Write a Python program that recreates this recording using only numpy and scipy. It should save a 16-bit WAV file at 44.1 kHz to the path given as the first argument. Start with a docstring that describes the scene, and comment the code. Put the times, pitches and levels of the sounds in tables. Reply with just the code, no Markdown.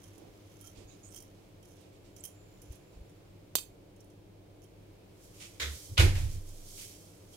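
"""A steel spoon spreads grated cheese in a ceramic baking dish: friction gives soft scrapes, cushioned
impacts give small ticks, and one sharp knock on the rim excites many damped modes.
Further off in the small kitchen, something like a cupboard door is unlatched and bangs shut, its panel
booming at low resonances amid a soft rustle of cloth. An appliance hums underneath.
Two microphones listen from close by."""
import sys
import numpy as np
from scipy import signal
from scipy.fft import rfft, irfft
from scipy.io import wavfile
from scipy.ndimage import uniform_filter1d

SR = 44100
rng = np.random.default_rng(int(sys.argv[2]) if len(sys.argv) > 2 else 0)


def file_out(sig):
    """Save sig as 16-bit WAV at sys.argv[1]."""
    # one column per channel
    cols = np.atleast_2d(sig).T
    # limit, then scale
    lim = np.clip(cols, -1, 1)
    pcm = np.round(lim * 32767).astype(np.int16)
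    wavfile.write(sys.argv[1], SR, pcm)


N = 324576
TIME = np.arange(N) / SR


# resonances of the spoon bedded in cheese: pitch_hz, width_hz, gain_db
SPOON_MODES = [(3180, 45, 5.5), (5720, 160, 0), (6150, 96, 3), (7000, 270, -5), (7800, 130, -22.5),
               (9000, 190, 1), (9520, 170, -3), (9980, 200, -6), (10680, 240, 2), (11100, 110, -9),
               (11400, 150, -9), (13800, 300, -4.5)]
# spectrum of contact with cheese: frequency_hz, density_db
CHEESE_COLOUR = [(1500, -22), (3000, -15), (4000, -15), (5000, -14), (6200, 9.5), (8500, 9), (10800, -10),
                 (15000, -22)]
# light taps: start_s, relative_level_db, treble_db
TICKS = [(0.0337, -52, -15), (.18, -53, -3), (.611, -44, -3), (0.6497, -49, -18), (.672, -42, -7),
         (1.14, -47, 0), (1.1617, -37, -9), (1.203, -45, -13.5), (1.223, -45, -3), (1.6276, -53, -10),
         (1.6857, -54, -16), (1.8088, -57, 0), (2.164, -45, -14), (2.2381, -33, -3), (2.252, -32, 1),
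         (2.6176, -46, -5), (2.7214, -48.5, -1), (2.755, -51, -3), (3.095, -58, -19), (3.962, -59, -15),
         (4.005, -53.5, -20), (4.0432, -57, -4), (4.101, -58, -20), (4.639, -54, -8)]
def ticks():
    """Cushioned impact: light spoon ticks through cheese, each with its own loudness and brightness."""
    out = np.zeros((2, N))
    contact = (fade(.023) + undb(-11.5) * fade(.18)) * (1 - fade(.0095))
    for start, db, treble_db in TICKS:
        spot_db = 1.5 * rng.standard_normal(len(SPOON_MODES))  # each spot favours different modes
        modes = [(hz, width, level + spot + .84 * (treble_db + 8.5) * (hz > 9000))
                 for (hz, width, level), spot in zip(SPOON_MODES, spot_db)]
        ring = resonate(white() * contact, modes)
        ring += .25 * noise(CHEESE_COLOUR) * contact
        snap = noise([(2800, -14), (4800, -10), (6200, 0), (15000, .6 * treble_db)]) * fade(.016)
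        add(out, start, undb(db - 5.5) * (ring + undb(-1) * snap))
    return lean(out, 9.8)


# spectra of the first crack and of the dense modes: frequency_hz, density_db
CRACK_COLOUR = [(60, -5.5), (450, 3), (900, -1.5), (1300, -4), (2200, -6.5), (4000, -11), (8000, -14.5),
                (15000, -3.5)]
KNOCK_COLOUR = [(300, -15.5), (1200, -12.5), (2400, -20), (3100, -3.5), (4500, -0.5), (5600, -7.5),
                (7300, 0), (9300, -9), (11000, -2), (13300, -3.5), (15000, 1), (16000, -26)]
# ring of steel on the rim: pitch_hz, width_hz, gain_db
RIM_MODES = [(2600, 50, -9), (3210, 60, -9), (3670, 130, -8.5), (4470, 130, -4), (5080, 70, -12),
             (6140, 30, -3), (6430, 25, -6), (7320, 25, 0), (7505, 25, -3), (8320, 33, -1), (9518, 15, 0),
             (10270, 35, -6), (10870, 88.6, -0.5), (12200, 25, -7), (13350, 60, -2), (14720, 70, -2)]
# a knock and its rebound: start_s, level_db, relative_crack_db, cutoff_hz
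KNOCKS = [(3.5536, -22, 15.5, 15200), (3.5842, -33, -14, 7500)]
def rim_knocks():
    """Hard impact: bare steel on the rim gives a broadband crack, damped modes and a reverberant tail."""
    out = np.zeros((2, N))
    # folding the cepstrum gives a minimum-phase pulse, its energy packed at the start
    cepstrum = irfft(np.log(gains(CRACK_COLOUR, 1024) + .01))[:512]
    crack = irfft(np.exp(rfft(np.r_[0, 2 * cepstrum[1:]], 1024)))
    for start, db, crack_db, cutoff_hz in KNOCKS:
        body = noise(KNOCK_COLOUR) * (undb(2) * fade(.035) + undb(-19) * fade(.24))
        strike = white() * (fade(.0061) + undb(-11) * fade(.21))
        body += undb(-.5) * resonate(strike, RIM_MODES)
        body[:, :len(crack)] -= lean(undb(crack_db) * crack / abs(crack).max(), 3)
        add(out, start, undb(db) * signal.lfilter(*signal.butter(2, cutoff_hz, fs=SR), body))
    return lean(out, 8)


# spectrum of loose shreds brushing the spoon: frequency_hz, density_db
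DRAG_COLOUR = [(1500, -15), (3200, 0), (5000, -1), (7500, 0), (9500, -3), (15000, -12)]
# pats on the cheese: peak_s, relative_level_db, rise_s (negative for a sudden onset)
PATS = [(.04, -52.5, -0.2), (.18, -65.5, 5), (.665, -54.5, .22), (1.18, -50, 0.16), (1.65, -58.5, -0.67),
        (1.72, -61.5, 0.05), (2.175, -53.5, -0.22), (2.25, -51, -0.03), (2.73, -60.5, 0.23),
        (4.62, -64, -0.33)]
def shreds():
    """Granular friction: tiny random contacts crackle as the spoon presses and drags over the cheese."""
    grains_per_s, lift_s = 700, .088
    drag_until_s, drag_fall_s = 1.3, .8
    grains = (rng.random(N) < grains_per_s / SR) * rng.standard_normal(N)
    grains *= undb(1.1 * rng.exponential(size=N))
    grain_decay = white() * (fade(.006) + undb(-22) * fade(.15))
    crackle = unit(signal.fftconvolve(grains[None], grain_decay)[:, :N])
    damped = [(hz, 2 * width, db) for hz, width, db in SPOON_MODES]  # pressed cheese damps the modes
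    pressed = undb(-10.5) * resonate(crackle, damped) + undb(-15) * tint(crackle, CHEESE_COLOUR)
    pressure = np.max([undb(db) * hump(peak, rise, lift_s) for peak, db, rise in PATS], axis=0)
    drag = undb(-80.5 - 20 * np.maximum(TIME - drag_until_s, 0) / drag_fall_s)
    return pressed * pressure + tint(crackle, DRAG_COLOUR) * drag


# cheese giving way: start_s, length_s, level_db, relative_thud_db
SQUASHES = [(0.167, 0.18, -60, 35), (0.75, 0.13, -59, 16.5), (0.877, 0.13, -67, 12), (1.33, 0.23, -73, 17),
            (1.762, 0.17, -68, 12), (1.92, .08, -73, 3), (2.042, 0.09, -71, -2), (2.704, 0.099, -68, 8),
            (2.92, 0.081, -66, 22)]
def squashes():
    """Soft deformation: squashed cheese gives a swell of noise with a low thud."""
    out = np.zeros((2, N))
    for start, length, db, thud_db in SQUASHES:
        colour = [(300, thud_db), (900, thud_db - 16.5), (1600, -14), (2400, -3), (7500, -7),
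                  (10000, -13), (15000, -32)]
        add(out, start, undb(db) * swell(length) * noise(colour))
    return out


# wet squeaks on cheese, then faint singing of dish and spoon: start_s, length_s, pitch_hz, level_db
SQUEAKS = [(0.873, 0.11, 6650, -66.5), (.89, 0.081, 3850, -71), (1.031, 0.069, 6870, -59),
           (1.038, 0.14, 8200, -65), (2.205, 0.013, 7850, -55.5)]
RUBS = [(0.631, 0.091, 1346, -70.5), (.93, 0.098, 1310, -97), (1.07, .13, 1330, -77),
        (3.998, 0.025, 5560, -67), (4.63, 0.036, 5580, -71), (7.335, 0.026, 3230, -58.5)]
def rubbing():
    """Frictional excitation: narrow bands of noise squeak and sing; a thin hiss trails one stroke."""
    out = np.zeros((2, N))
    for start, length, hz, db in SQUEAKS:
        band = [(.83 * hz, -24), (hz, 0), (1.14 * hz, -22), (2 * hz, -50)]
        add(out, start, undb(db) * swell(length) * noise(band))
    for start, length, hz, db in RUBS:
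        add(out, start, undb(db) * swell(length) * resonate(white(), [(hz, .0048 * hz, 0)]))
    hiss = noise([(6500, -32), (7050, 4), (7250, 4), (7500, -18), (8200, -38), (15000, -60)], N)
    return out + undb(-72) * hiss * hump(2.2, rise_s=.13, fall_s=1.2)


# soft bumps through the worktop: peak_s, level_db, pitch_hz
BUMPS = [(.785, -47.5, 45), (0.857, -46.5, 50), (2.708, -34, 60.3), (2.974, -42, 48.7), (3.015, -39, 58.5)]
def worktop():
    """Structure-borne sound: the worktop makes single damped swings under the pressing spoon."""
    return sum(undb(db) * -np.cos(2 * np.pi * hz * (TIME - peak)) * np.exp(-2 * hz * abs(TIME - peak))
               for peak, db, hz in BUMPS)


UNLATCH_S, SHUT_S = 5.598, 5.977
def door_swing():
    """Free vibration: the unlatched panel hums, pushes air ahead and shudders until the seal damps it."""
    hum_hz, hum_s = 72.4, .175
    hold_s, release_s = .41, .043
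    out, t = np.zeros((2, N)), TIME[:SR]
    hum = np.sin(2 * np.pi * hum_hz * t) * np.sin(np.pi * np.minimum(t / hum_s, 1))
    add(out, UNLATCH_S, undb(-35.5) * hum)
    rumble = noise([(25, -8), (55, -4.5), (95, 1.5), (125, -11.5), (200, -27), (600, -63),
                    (4000, -100)], N)
    shudder = rumble[:, :SR] * (1 - fade(.16)) ** 2 * fade(1.5)
    seal = undb(-20 * np.maximum(t - hold_s, 0) / release_s)
    add(out, SHUT_S, undb(-24) * shudder * seal)
    air_push = undb(-39) * rumble * hump(SHUT_S - .047, rise_s=.056, fall_s=.069)
    return out + air_push


# spectra of unlatching and of shutting: frequency_hz, density_db
LATCH_COLOUR = [(290, -12.5), (500, -7), (716, -22.5), (1240, -11), (1370, -9), (2070, -5.5), (2800, -12),
                (3680, -4.5), (4570, -13.5), (7450, -15.5), (9650, -31), (13200, -26), (15500, -41)]
SLAM_COLOUR = [(150, -49), (250, -29), (359, -15), (450, -22), (499, -14.5), (809, -17.5), (882, -17.5),
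               (1100, -23), (2200, -13.5), (3110, -17), (3760, -18.5), (4320, -19.5), (12200, -30),
               (14200, -36), (15500, -60)]
# ring of the metal catch: pitch_hz, width_hz, gain_db
CATCH_MODES = [(1330, 24, -4.5), (1460, 22, 2.5), (1750, 21, -7), (2270, 43, -1.5), (2480, 36, -1),
               (2910, 93, -2), (3120, 33, -2), (3530, 46, -5), (4000, 25, 0), (4160, 21, -7)]
# door contacts: start_s, level_db, t60_s
CLACKS = [(5.598, -33, 0.39), (5.615, -32.5, 0.27), (5.977, -30, 0.33), (5.994, -23.5, 0.38),
          (6.15, -42.5, 0.59)]
def door_clacks():
    """Reverberation: the impacts of latch and door arrive mostly as reflections from the walls."""
    out = np.zeros((2, N))
    for start, db, t60 in CLACKS:
        colour = LATCH_COLOUR if start < (UNLATCH_S + SHUT_S) / 2 else SLAM_COLOUR
        add(out, start, undb(db) * noise(colour) * fade(t60) * (1 - fade(.012)))
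    for start, db in [(UNLATCH_S, -45.5), (SHUT_S, -52)]:  # bright spray of reflections
        add(out, start, undb(db) * noise(BRIGHT_COLOUR) * fade(.91))
    # the door shuts with a short bright snap and a metallic ring
    snap_colour = [(1500, -16), (2900, 0), (4200, -5.5), (12000, -48)]
    add(out, SHUT_S - .006, undb(-35) * noise(snap_colour) * swell(.02))
    add(out, SHUT_S + .00098, undb(-18.5) * noise(snap_colour) * fade(.023))
    add(out, SHUT_S + .002, undb(-22) * resonate(white() * fade(.2), CATCH_MODES))
    return lean(out, 2.4)


# hollow resonances of the wooden frame: pitch_hz, width_hz, gain_db
FRAME_MODES = [(293, 18, -4), (337.5, 14, -4), (367, 20, 0.5), (499, 18, -3)]
# panel and room modes: pitch_hz, gain_db, t60_s
PANEL_MODES = [(21.55, -13, 4), (31.8, -9, .8), (79, 5.5, 0.37), (94.12, -1.5, 0.9), (147, -15, 0.35),
               (302, -26.5, 0.87), (330, -25, .4), (359.5, -17.5, 0.23)]
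# the bang and its rebounds: start_s, level_db
THUDS = [(5.985, -14.5), (6.181, -33), (6.249, -34)]
def door_boom():
    """Modal response: the frame knocks once, and each blow rings the low modes of panel and room."""
    out, t = np.zeros((2, N)), TIME[:SR]
    wood = noise([(190, 7), (260, .5), (350, 7), (500, 5.5), (720, -16), (1200, -14), (4000, -60)])
    wood += undb(1) * resonate(wood, FRAME_MODES)
    add(out, SHUT_S + .015, lean(undb(-32) * wood * fade(.37) * (1 - fade(.1)), -3.1))
    ring = sum(undb(db) * fade(t60) * -np.sin(2 * np.pi * hz * t) for hz, db, t60 in PANEL_MODES)
    for start, db in THUDS:
        add(out, start, undb(db) * ring * (1 - fade(.052)) ** 2 * (1 - t))
    return out


def door():
    """Path difference: under the clacks, the door's low sounds reach the left microphone later."""
    swing, clacks = door_swing(), door_clacks()
    low = swing + door_boom()
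    low[0] = np.roll(low[0], 17)  # about 0.4 ms
    return clacks + lean(low, 2.7)


# spectra of sliding cloth (also of the door's reflections) and of swishes: frequency_hz, density_db
BRIGHT_COLOUR = [(880, -32), (1500, -36), (2260, -8), (2800, -13), (3150, 0), (3480, -4.5), (5890, 2.5),
                 (11800, -2), (15500, -9)]
SWISH_COLOUR = [(900, -13), (1700, -9), (2300, 2), (3200, 0), (4200, -4.5), (6000, -3.5), (9000, -6),
                (15000, -38)]
# sliding movements, as of a sleeve: peak_s, level_db, fall_s
SLIDES = [(5.242, -60, 0.17), (5.422, -54.5, 0.28), (5.753, -49.5, 0.24), (5.844, -52.5, 0.35),
          (6.19, -50, .3), (6.329, -52.5, .14), (6.49, -56.5, 0.18), (6.568, -58.5, 0.27),
          (6.69, -52.5, 0.27), (6.807, -46, 0.27), (7.058, -63, 0.88), (7.335, -58.5, .12)]
# fuller swishes: start_s, length_s, level_db
SWISHES = [(5.329, 0.44, -63.5), (5.399, .1, -49), (6.77, 0.13, -54), (6.873, 0.14, -62.5)]
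def rustle():
    """Stick-slip friction: cloth hisses in overlapping slides, grainy as its weave catches and slips."""
    grain_db, grain_hz = .8, 179
    power = sum((undb(db) * hump(peak, .63 * fall, fall)) ** 2 for peak, db, fall in SLIDES)
    weave = unit(uniform_filter1d(rng.standard_normal(N), int(SR / grain_hz)))
    out = noise(BRIGHT_COLOUR, N) * np.sqrt(power)
    for start, length, db in SWISHES:
        add(out, start, undb(db) * swell(length) * noise(SWISH_COLOUR))
    return lean(out * undb(grain_db * weave), 4.1)


# spectra of the appliance's rumble and of the airy hiss: frequency_hz, density_db
RUMBLE_COLOUR = [(12, -34), (20, -8), (43, -3), (69, -15.5), (82, -4), (103, -2), (125, -7.5), (188, -7),
                 (208, -11.5), (222, -16.5), (257, -15.5), (293, -6.5), (471, -12), (555, -13.5),
                 (1000, -28), (1300, -54), (2200, -120)]
HISS_COLOUR = [(590, -43), (1000, -3), (1920, -8), (2230, -4.5), (2590, -6.5), (3410, -8), (7530, -14.5),
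               (9150, -15.5), (15500, -17.5)]
# slow drift of the hiss: time_s, relative_level_db
HISS_LEVELS = [(0.0, -70.5), (1.76, -73.5), (2.57, -72), (4.33, -75.5), (5.15, -72.5)]
def kitchen():
    """Ambient noise: an appliance rumbles and hums at harmonics of the mains, under a diffuse hiss."""
    rumble = undb(-56.5) * noise(RUMBLE_COLOUR, N)
    hum = sum(undb(db) * np.sin(2 * np.pi * hz * TIME)
              for hz, db in [(100, -59.5), (200, -72), (300, -68)])
    hiss_db = 6 + np.interp(TIME, *np.transpose(HISS_LEVELS))
    return rumble + hum + lean(undb(hiss_db) * noise(HISS_COLOUR, N), 1.4)


def undb(db):
    """Amplitude ratio of a level in decibels."""
    return 10 ** (np.asarray(db) / 20)


def unit(x):
    """Normalisation to rms 1."""
    return x / np.sqrt(np.mean(x ** 2))


def gains(colour, size):
    """Spectral envelope: a colour's gain at every bin, falling steeply below its first point."""
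    hz, db = np.transpose(colour)
    f = np.maximum(np.arange(size // 2 + 1) * SR / size, 1)
    return undb(np.interp(np.log(f), np.log(hz), db)) * np.minimum(f / hz[0], 1) ** 3


def tint(x, colour):
    """Spectral shaping by a colour, at rms 1."""
    size = x.shape[-1]
    return unit(irfft(rfft(x) * gains(colour, size), size))


def white():
    """One second of white noise, uncorrelated between the channels."""
    return rng.standard_normal((2, SR))


def noise(colour, size=SR, apart_hz=850):
    """Diffuse field: long waves of coloured noise reach both microphones alike, short ones differ."""
    mid, side = rng.standard_normal((2, size))
    f = np.arange(size // 2 + 1) * SR / size
    side = irfft(rfft(side) * np.minimum(f / apart_hz + .12, 1), size)
    return tint(np.array([mid + side, mid - side]), colour)


def resonate(x, modes):
    """Resonance: parallel second-order modes filter x, keeping its energy."""
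    size = x.shape[-1]
    f = np.arange(size // 2 + 1) * SR / size
    response = sum(undb(db) * 1j * f * width / (hz ** 2 - f ** 2 + 1j * f * width)
                   for hz, width, db in modes)
    return x.std() * unit(irfft(rfft(x) * response, size))


def fade(t60_s):
    """Exponential decay, one second long, losing 60 dB in t60_s."""
    return np.exp(-np.log(1000) * TIME[:SR] / max(t60_s, .001))


def swell(length_s):
    """One-second envelope that rises and falls within length_s."""
    return np.sin(np.pi * np.minimum(TIME[:SR] / length_s, 1) ** .52)


def hump(peak_s, rise_s, fall_s):
    """Exponential growth and decay: 20 dB down one rise before the peak and one fall after."""
    return undb(-20 * np.maximum((peak_s - TIME) / max(rise_s, .001), (TIME - peak_s) / max(fall_s, .001)))


def lean(x, right_db):
    """Level difference in favour of the right microphone."""
    return x * undb(np.array([[-right_db], [right_db]]) / 2)


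def add(out, start_s, x):
    """Superpose x on out from start_s."""
    i = max(int(start_s * SR), 0)
    out[:, i:i + x.shape[-1]] += x[..., :max(N - i, 0)]


def scene():
    """Superposition: spoon and cheese close by, then door, cloth and kitchen."""
    spoon = ticks() + rim_knocks()
    cheese = lean(shreds() + squashes() + rubbing(), 13.8)
    return spoon + cheese + worktop() + door() + rustle() + kitchen()


def record(dry):
    """Band limiting: a steep elliptic low-pass removes the highest treble."""
    cutoff_hz = 15700
    return signal.sosfilt(signal.ellip(8, .2, 70, cutoff_hz, fs=SR, output="sos"), dry)


dry = scene()
out = record(dry)
file_out(out)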